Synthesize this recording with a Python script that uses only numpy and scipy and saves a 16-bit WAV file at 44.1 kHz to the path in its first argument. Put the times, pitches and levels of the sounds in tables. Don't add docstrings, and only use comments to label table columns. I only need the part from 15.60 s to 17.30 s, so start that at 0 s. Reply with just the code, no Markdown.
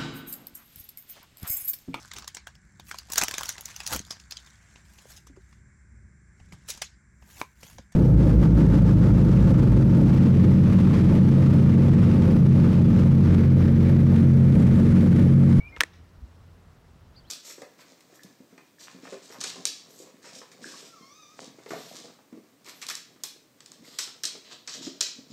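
import sys
import numpy as np
from scipy import signal
from scipy.io import wavfile
from scipy.ndimage import uniform_filter1d

SR = 44100
rng = np.random.default_rng(int(sys.argv[2]) if len(sys.argv) > 2 else 0)


def voltage_ratio(level):
    return 10 ** (np.asarray(level, float) / 20)


def store_pcm(level_fs):
    pcm = np.round(np.clip(level_fs, -1, 1) * 32767).astype(np.int16)
    wavfile.write(sys.argv[1], SR, np.atleast_2d(pcm).T)


N = 74970
T = np.arange(N) / SR
SLAP_LOW_HZ = 1000

# start [s], air-pocket peak [dB], pocket pitch [Hz], pocket swell [s], crack peak [dB].
SOLE_CONTACTS = [(.0002, -60, 3000, 0.00014, -56.5), (0.1639, -31, 3000, 0.0002, -39),
                 (.1639, -43, 5000, .0003, -60), (0.1644, -34, 2100, 0.00073, -60.5),
                 (.1675, -46, 3600, .0008, -55), (0.1685, -37, 1450, .0008, -53),
                 (.1713, -34, 1000, 0.0008, -56.5), (.1738, -39, 1300, .0006, -56),
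                 (.1838, -48, 3000, 0.0002, -44), (.192, -50, 2300, .001, -62),
                 (.2034, -38, 2800, 0.0011, -36), (0.2068, -26.5, 2040, 0.00024, -36.5),
                 (0.2070, 2, 2100, 0.00026, -3), (.20716, -11, 3200, .00028, -60),
                 (.2070, -24, 15300, .0003, -60), (.2071, -20, 8350, .00025, -60),
                 (.2071, -15, 5200, .0003, -60), (.2071, -21, 6600, .00025, -60),
                 (.2083, -22.5, 2300, .0012, -39.5), (.2115, -21, 3300, .0006, -45),
                 (.2117, -29, 8300, .0004, -60), (.2117, -27, 5300, .0004, -60),
                 (.2116, -12, 1750, .0011, -11), (.2120, -26, 1030, 0.0016, -40.5),
                 (0.2139, -24, 1750, 0.001, -28), (0.2204, -30, 1250, .0006, -31),
                 (.2214, -45, 3000, .0004, -36), (0.2346, -17, 1900, 0.0003, -19),
                 (.2346, -27, 3400, .0005, -50), (.2346, -34, 7250, .0006, -50),
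                 (.2346, -33, 5200, .0005, -50), (0.2357, -15, 1890, 0.001, -25),
                 (0.2346, -28, 1170, 0.001, -50.5), (.2368, -33, 2900, .0006, -31),
                 (.2405, -41, 2100, .001, -50), (1.5802, -62, 2900, 0.0006, -62)]


def rms_one(x):
    return x / np.sqrt(np.mean(x ** 2) + 1e-20)


def band(x, hz, order=2):
    return signal.sosfilt(signal.butter(order, hz, "band", fs=SR, output="sos"), x + 1e-18)


def high(x, hz):
    return signal.sosfilt(signal.butter(4, hz, "high", fs=SR, output="sos"), x + 1e-18)


def drift(rate_hz):
    r = np.exp(-80 * np.pi * rate_hz / SR)
    slow = signal.lfilter([1], [1, -2 * r, r * r], rng.standard_normal(N // 40 + 2002))[2000:]
    return np.interp(np.arange(N) / 40, np.arange(len(slow)), rms_one(slow))


def bell(centre_s, width_s):
    return np.exp(-.5 * ((T - centre_s) / width_s) ** 2)


def ring(x, hz, t60_s):
    r = voltage_ratio(-60 / (t60_s * SR))
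    w = 2 * np.pi * hz / SR
    return signal.lfilter([0, np.sin(w)], [1, -2 * r * np.cos(w), r * r], x + 1e-18)


def coloured(source, spectrum, patchy_db):
    hz, db = np.transpose(spectrum)
    edges_hz = 130 * 2 ** np.arange(0, 7.3, .5)
    out = 0
    for k, pair in enumerate(zip(edges_hz, edges_hz[1:])):
        level_db = np.interp(np.log(pair).mean(), np.log(hz), db) + patchy_db * drift(30)
        out = out + voltage_ratio(level_db) * band(source[k % 2], pair)
    return rms_one(out)


def air():
    # frequency [Hz], density [dB per Hz].
    hiss_spectrum = [(140, 0), (260, -4.5), (450, -9.5), (1250, -14), (2500, -22.5), (6000, -27.5),
                     (10500, -37.5), (15000, -35.5)]
    # centre [s], level [dB], width [s].
    rustles = [
        (0.526, -82, 0.0099),
        (1.129, -83, 0.0044),
        (1.697, -73, 0.013),
    ]
    hiss = voltage_ratio(-59.5) * coloured(rng.standard_normal((2, N)), hiss_spectrum, patchy_db=1.0)
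    puffs = sum(voltage_ratio(db) * bell(s, width_s) for s, db, width_s in rustles)
    return hiss + puffs * rms_one(band(rng.standard_normal(N), (10000, 16000)))


def breeze():
    # centre [s], peak [dB], pitch [Hz], width [s].
    bumps = [
        (0.098, -47, 58.6, 0.025),
        (0.195, -42.5, 61.7, 0.0098),
        (0.585, -42, 60.7, 0.0056),
        (.637, -36, 61.17, 0.016),
        (1.558, -76, 58, 0.012),
        (1.654, -57, 55.1, 0.025),
    ]
    rumble_db, rumble_hz = -57.5, (36.47, 123)
    noise = band(rng.standard_normal(N + SR), rumble_hz, order=3)[SR:]
    out = voltage_ratio(rumble_db + 2.32 * drift(6.2)) * rms_one(noise)
    for s, db, hz, width_s in bumps:
        out = out + voltage_ratio(db) * bell(s, width_s) * np.sin(2 * np.pi * hz * (s - T))
    return out


def drone():
    # time [s], level [dB].
    loudness = [(0, -49), (.2, -61), (.45, -53), (.75, -51), (.95, -52.5), (1.15, -59.5), (1.4, -56.5),
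                (1.7, -74)]
    # multiple of the base pitch, level [dB].
    orders = [(1, -2.5), (2, -15), (3, -22)]
    base_hz, wander, flutter_db = 84.2, .008, 4
    phase = 2 * np.pi * np.cumsum(base_hz * (1 + wander * drift(3.4))) / SR
    tone = sum(voltage_ratio(db + flutter_db * drift(15)) * np.sin(round(k) * phase) for k, db in orders)
    return np.sqrt(2) * voltage_ratio(np.interp(T, *np.transpose(loudness))) * tone


def whistle(notes, overtones):
    trill_db = 1.8
    out = np.zeros(N)
    for note in notes:
        s, hz, db = np.transpose(note)
        phase = 2 * np.pi * np.cumsum(np.interp(T, s, hz)) / SR
        tone = np.sin(phase)
        for k, over_db in overtones:
            unsteady = voltage_ratio(over_db + 10.0 * drift(14))
            tone = tone + unsteady * np.sin(round(k) * phase + 1.6 * drift(60))
        before_db = -150 if s[0] > .001 else None
        level = voltage_ratio(np.interp(T, s, db, right=-150, left=before_db))
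        out += np.sqrt(2) * uniform_filter1d(level, size=60) * tone * voltage_ratio(trill_db * drift(70))
    return out


def near_bird():
    # time [s], pitch [Hz], level [dB].
    notes = [
        [(0.0, 2256, -55), (0.016, 2234, -44.5), (0.022, 2285, -51), (.045, 2325, -50), (0.058, 2357, -44),
         (0.07, 2400, -50.5), (0.08, 2450, -48.5), (0.086, 2370, -54.5)],
        [(.082, 2300, -62.5), (.092, 2350, -53), (.1, 2440, -64), (.115, 2360, -61), (.135, 2430, -62.5),
         (.148, 2380, -63), (.155, 2360, -78)],
        [(.078, 2670, -82.5), (.085, 2780, -64.5), (.092, 2967, -60.5), (.097, 2950, -83)],
        [(.116, 2000, -75), (.127, 2135, -52), (.155, 2135, -49.5), (.165, 2125, -50), (.172, 2110, -75)],
        [(.105, 1780, -75.5), (.114, 1850, -65.5), (.12, 1890, -84)],
        [(.005, 2840, -82), (.018, 2820, -75.5), (.045, 2820, -75.5), (.06, 2950, -87)],
    ]
    # multiple of the pitch, level [dB].
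    overtones = [(2, -36), (6, -36)]
    # time [s], pitch [Hz], level [dB].
    thin_note = [(.072, 4950, -90), (.085, 5200, -77), (.098, 5300, -73), (.11, 5200, -76),
                 (.13, 5300, -86)]
    # multiple of the pitch, level [dB].
    thin_overtones = [(2, -3)]
    return whistle(notes, overtones) + whistle([thin_note], thin_overtones)


def far_bird():
    # time [s], pitch [Hz], level [dB].
    notes = [
        [(1.556, 4367, -77), (1.565, 4770, -58), (1.579, 4780, -59), (1.594, 4850, -64), (1.599, 4500, -58.5),
         (1.601, 4450, -92)],
        [(1.548, 3333, -77), (1.56, 4100, -67.5), (1.571, 4425, -63), (1.59, 4460, -59), (1.598, 4400, -58),
         (1.601, 4400, -90)],
        [(1.601, 3620, -82), (1.606, 3380, -67), (1.612, 2950, -73), (1.615, 2890, -88)],
        [(1.642, 2900, -82), (1.65, 3050, -69), (1.66, 3300, -66), (1.667, 3550, -74), (1.675, 3980, -70),
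         (1.682, 4120, -64), (1.691, 4220, -64), (1.694, 4230, -89)],
        [(1.664, 3780, -81), (1.67, 4100, -71), (1.68, 4450, -71), (1.69, 4600, -74), (1.699, 4700, -75)],
    ]
    # multiple of the pitch, level [dB].
    overtones = [(2, -45)]
    return whistle(notes, overtones)


def swish():
    # time [s], level [dB].
    loudness = [(0, -62.5), (.1, -65), (.14, -58), (.19, -64), (.26, -69)]
    noise = rms_one(band(rng.standard_normal(N), (200, 1160)))
    return voltage_ratio(np.interp(T, *np.transpose(loudness), right=-150)) * noise


def grit():
    # time [s], level [dB].
    pressure = [(.162, -67.5), (.165, -53), (.176, -53), (.186, -62), (.2025, -63), (.204, -39.5),
                (.215, -34), (.219, -53), (.222, -45), (.234, -52), (.236, -41), (.24, -50), (.3, -74)]
    # frequency [Hz], density [dB per Hz].
    grit_spectrum = [(200, -20), (300, -5), (920, -3.5), (1760, -1), (3900, -5), (6600, -13), (9500, -22),
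                     (16000, -30)]
    grains_per_s, spread_db = 4800, 3
    sizes = voltage_ratio(spread_db * np.minimum(rng.exponential(1, N), 4)) * rng.choice([-1, 1], N)
    grains = sizes * (rng.random((2, N)) < grains_per_s / SR)
    level = voltage_ratio(np.interp(T, *np.transpose(pressure), left=-150, right=-150))
    return level * coloured(grains, grit_spectrum, patchy_db=3)


def thuds():
    # time [s], peak [dB].
    pushes = [
        (0.166, -46),
        (0.2065, -46),
        (.2118, -35.5),
        (0.222, -42),
        (0.235, -36),
    ]
    # frequency [Hz], level [dB], decay to -60 dB [s].
    modes = [(326, -8, 0.0487), (490, 4, 0.018), (680, -2.5, 0.008), (1020, -3, 0.01), (1300, -4, 0.01)]
    soft_s, low_hz = 0.00011, 261
    push = sum(voltage_ratio(db) * bell(s, soft_s / 4) for s, db in pushes) / (soft_s * SR / 2)
    return high(sum(voltage_ratio(db) * ring(push, hz, t60_s) for hz, db, t60_s in modes), low_hz)


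def slaps():
    steepness = 2.4
    out = np.zeros(N)
    for s, db, hz, swell_s, _ in SOLE_CONTACTS:
        t = np.maximum(T - s, 0)
        swell = (t / swell_s * np.exp(1 - t / swell_s)) ** steepness
        out += voltage_ratio(db) * swell * np.cos(2 * np.pi * hz * t + 2.0)
    return high(out, SLAP_LOW_HZ)


def cracks():
    # frequency [Hz], density [dB per Hz].
    crack_spectrum = [(900, -6.5), (1350, -6), (3100, -5), (5200, -8.5), (6500, -8), (8300, -8.5),
                      (11000, -24.5), (15800, -16)]
    crack_s, tail_s, tail_db = .00018, 0.0013, -16.5
    soft_below_db, soft_hz = -30, 6000
    shapes = np.zeros((2, N))
    for s, *_, db in SOLE_CONTACTS:
        t = np.maximum(T - s, 0)
        decay = np.exp(-t / crack_s) + voltage_ratio(tail_db) * np.exp(-t / tail_s)
        shapes[int(db < soft_below_db)] += voltage_ratio(db) * (T > s) * decay
    bursts = []
    for shape in shapes:
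        noise = coloured(shape * rng.standard_normal((2, N)), crack_spectrum, patchy_db=1)
        bursts.append(noise * np.sqrt(np.mean(shape ** 2)))
    hard, soft = bursts
    return high(hard, SLAP_LOW_HZ) + band(soft, (SLAP_LOW_HZ, soft_hz), order=1)


def yard(x, t60_s, wall_db):
    wall_s, wall_spread_s = .127, 0.046
    t = T[:SR // 2]
    scatter = np.exp(-np.log(1000) * t / t60_s) * (t > .004)
    wall = voltage_ratio(wall_db) * np.exp(-np.abs(t - wall_s) / wall_spread_s) * (t > wall_s)
    tail = band(rng.standard_normal(len(t)) * (scatter + wall), (600, 5200), order=1)
    return signal.fftconvolve(x, tail / np.sqrt(np.sum(tail ** 2)))[:N]


def scene():
    background = air() + breeze() + drone()
    near, far = near_bird(), far_bird()
    pockets, edges = slaps(), cracks()
    feet = swish() + grit() + thuds() + pockets + edges
    feet_echo = voltage_ratio(-33.5) * yard(edges + voltage_ratio(-4.5) * pockets, t60_s=.45, wall_db=-9.5)
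    bird_echo = voltage_ratio(-15) * yard(voltage_ratio(-7) * near + far, t60_s=.16, wall_db=-39.5)
    return (background + near + far + feet + feet_echo + bird_echo)[None]


def band_limit(x):
    return signal.sosfilt(signal.butter(12, 17650, fs=SR, output="sos"), x)


def record(dry):
    top, cutoff_hz = 1.1, 17100
    rounded = top * np.tanh(dry / top)
    cut = signal.sosfilt(signal.cheby2(10, 60, cutoff_hz, fs=SR, output="sos"), rounded)
    return band_limit(cut)


dry = scene()
out = record(dry)
store_pcm(out)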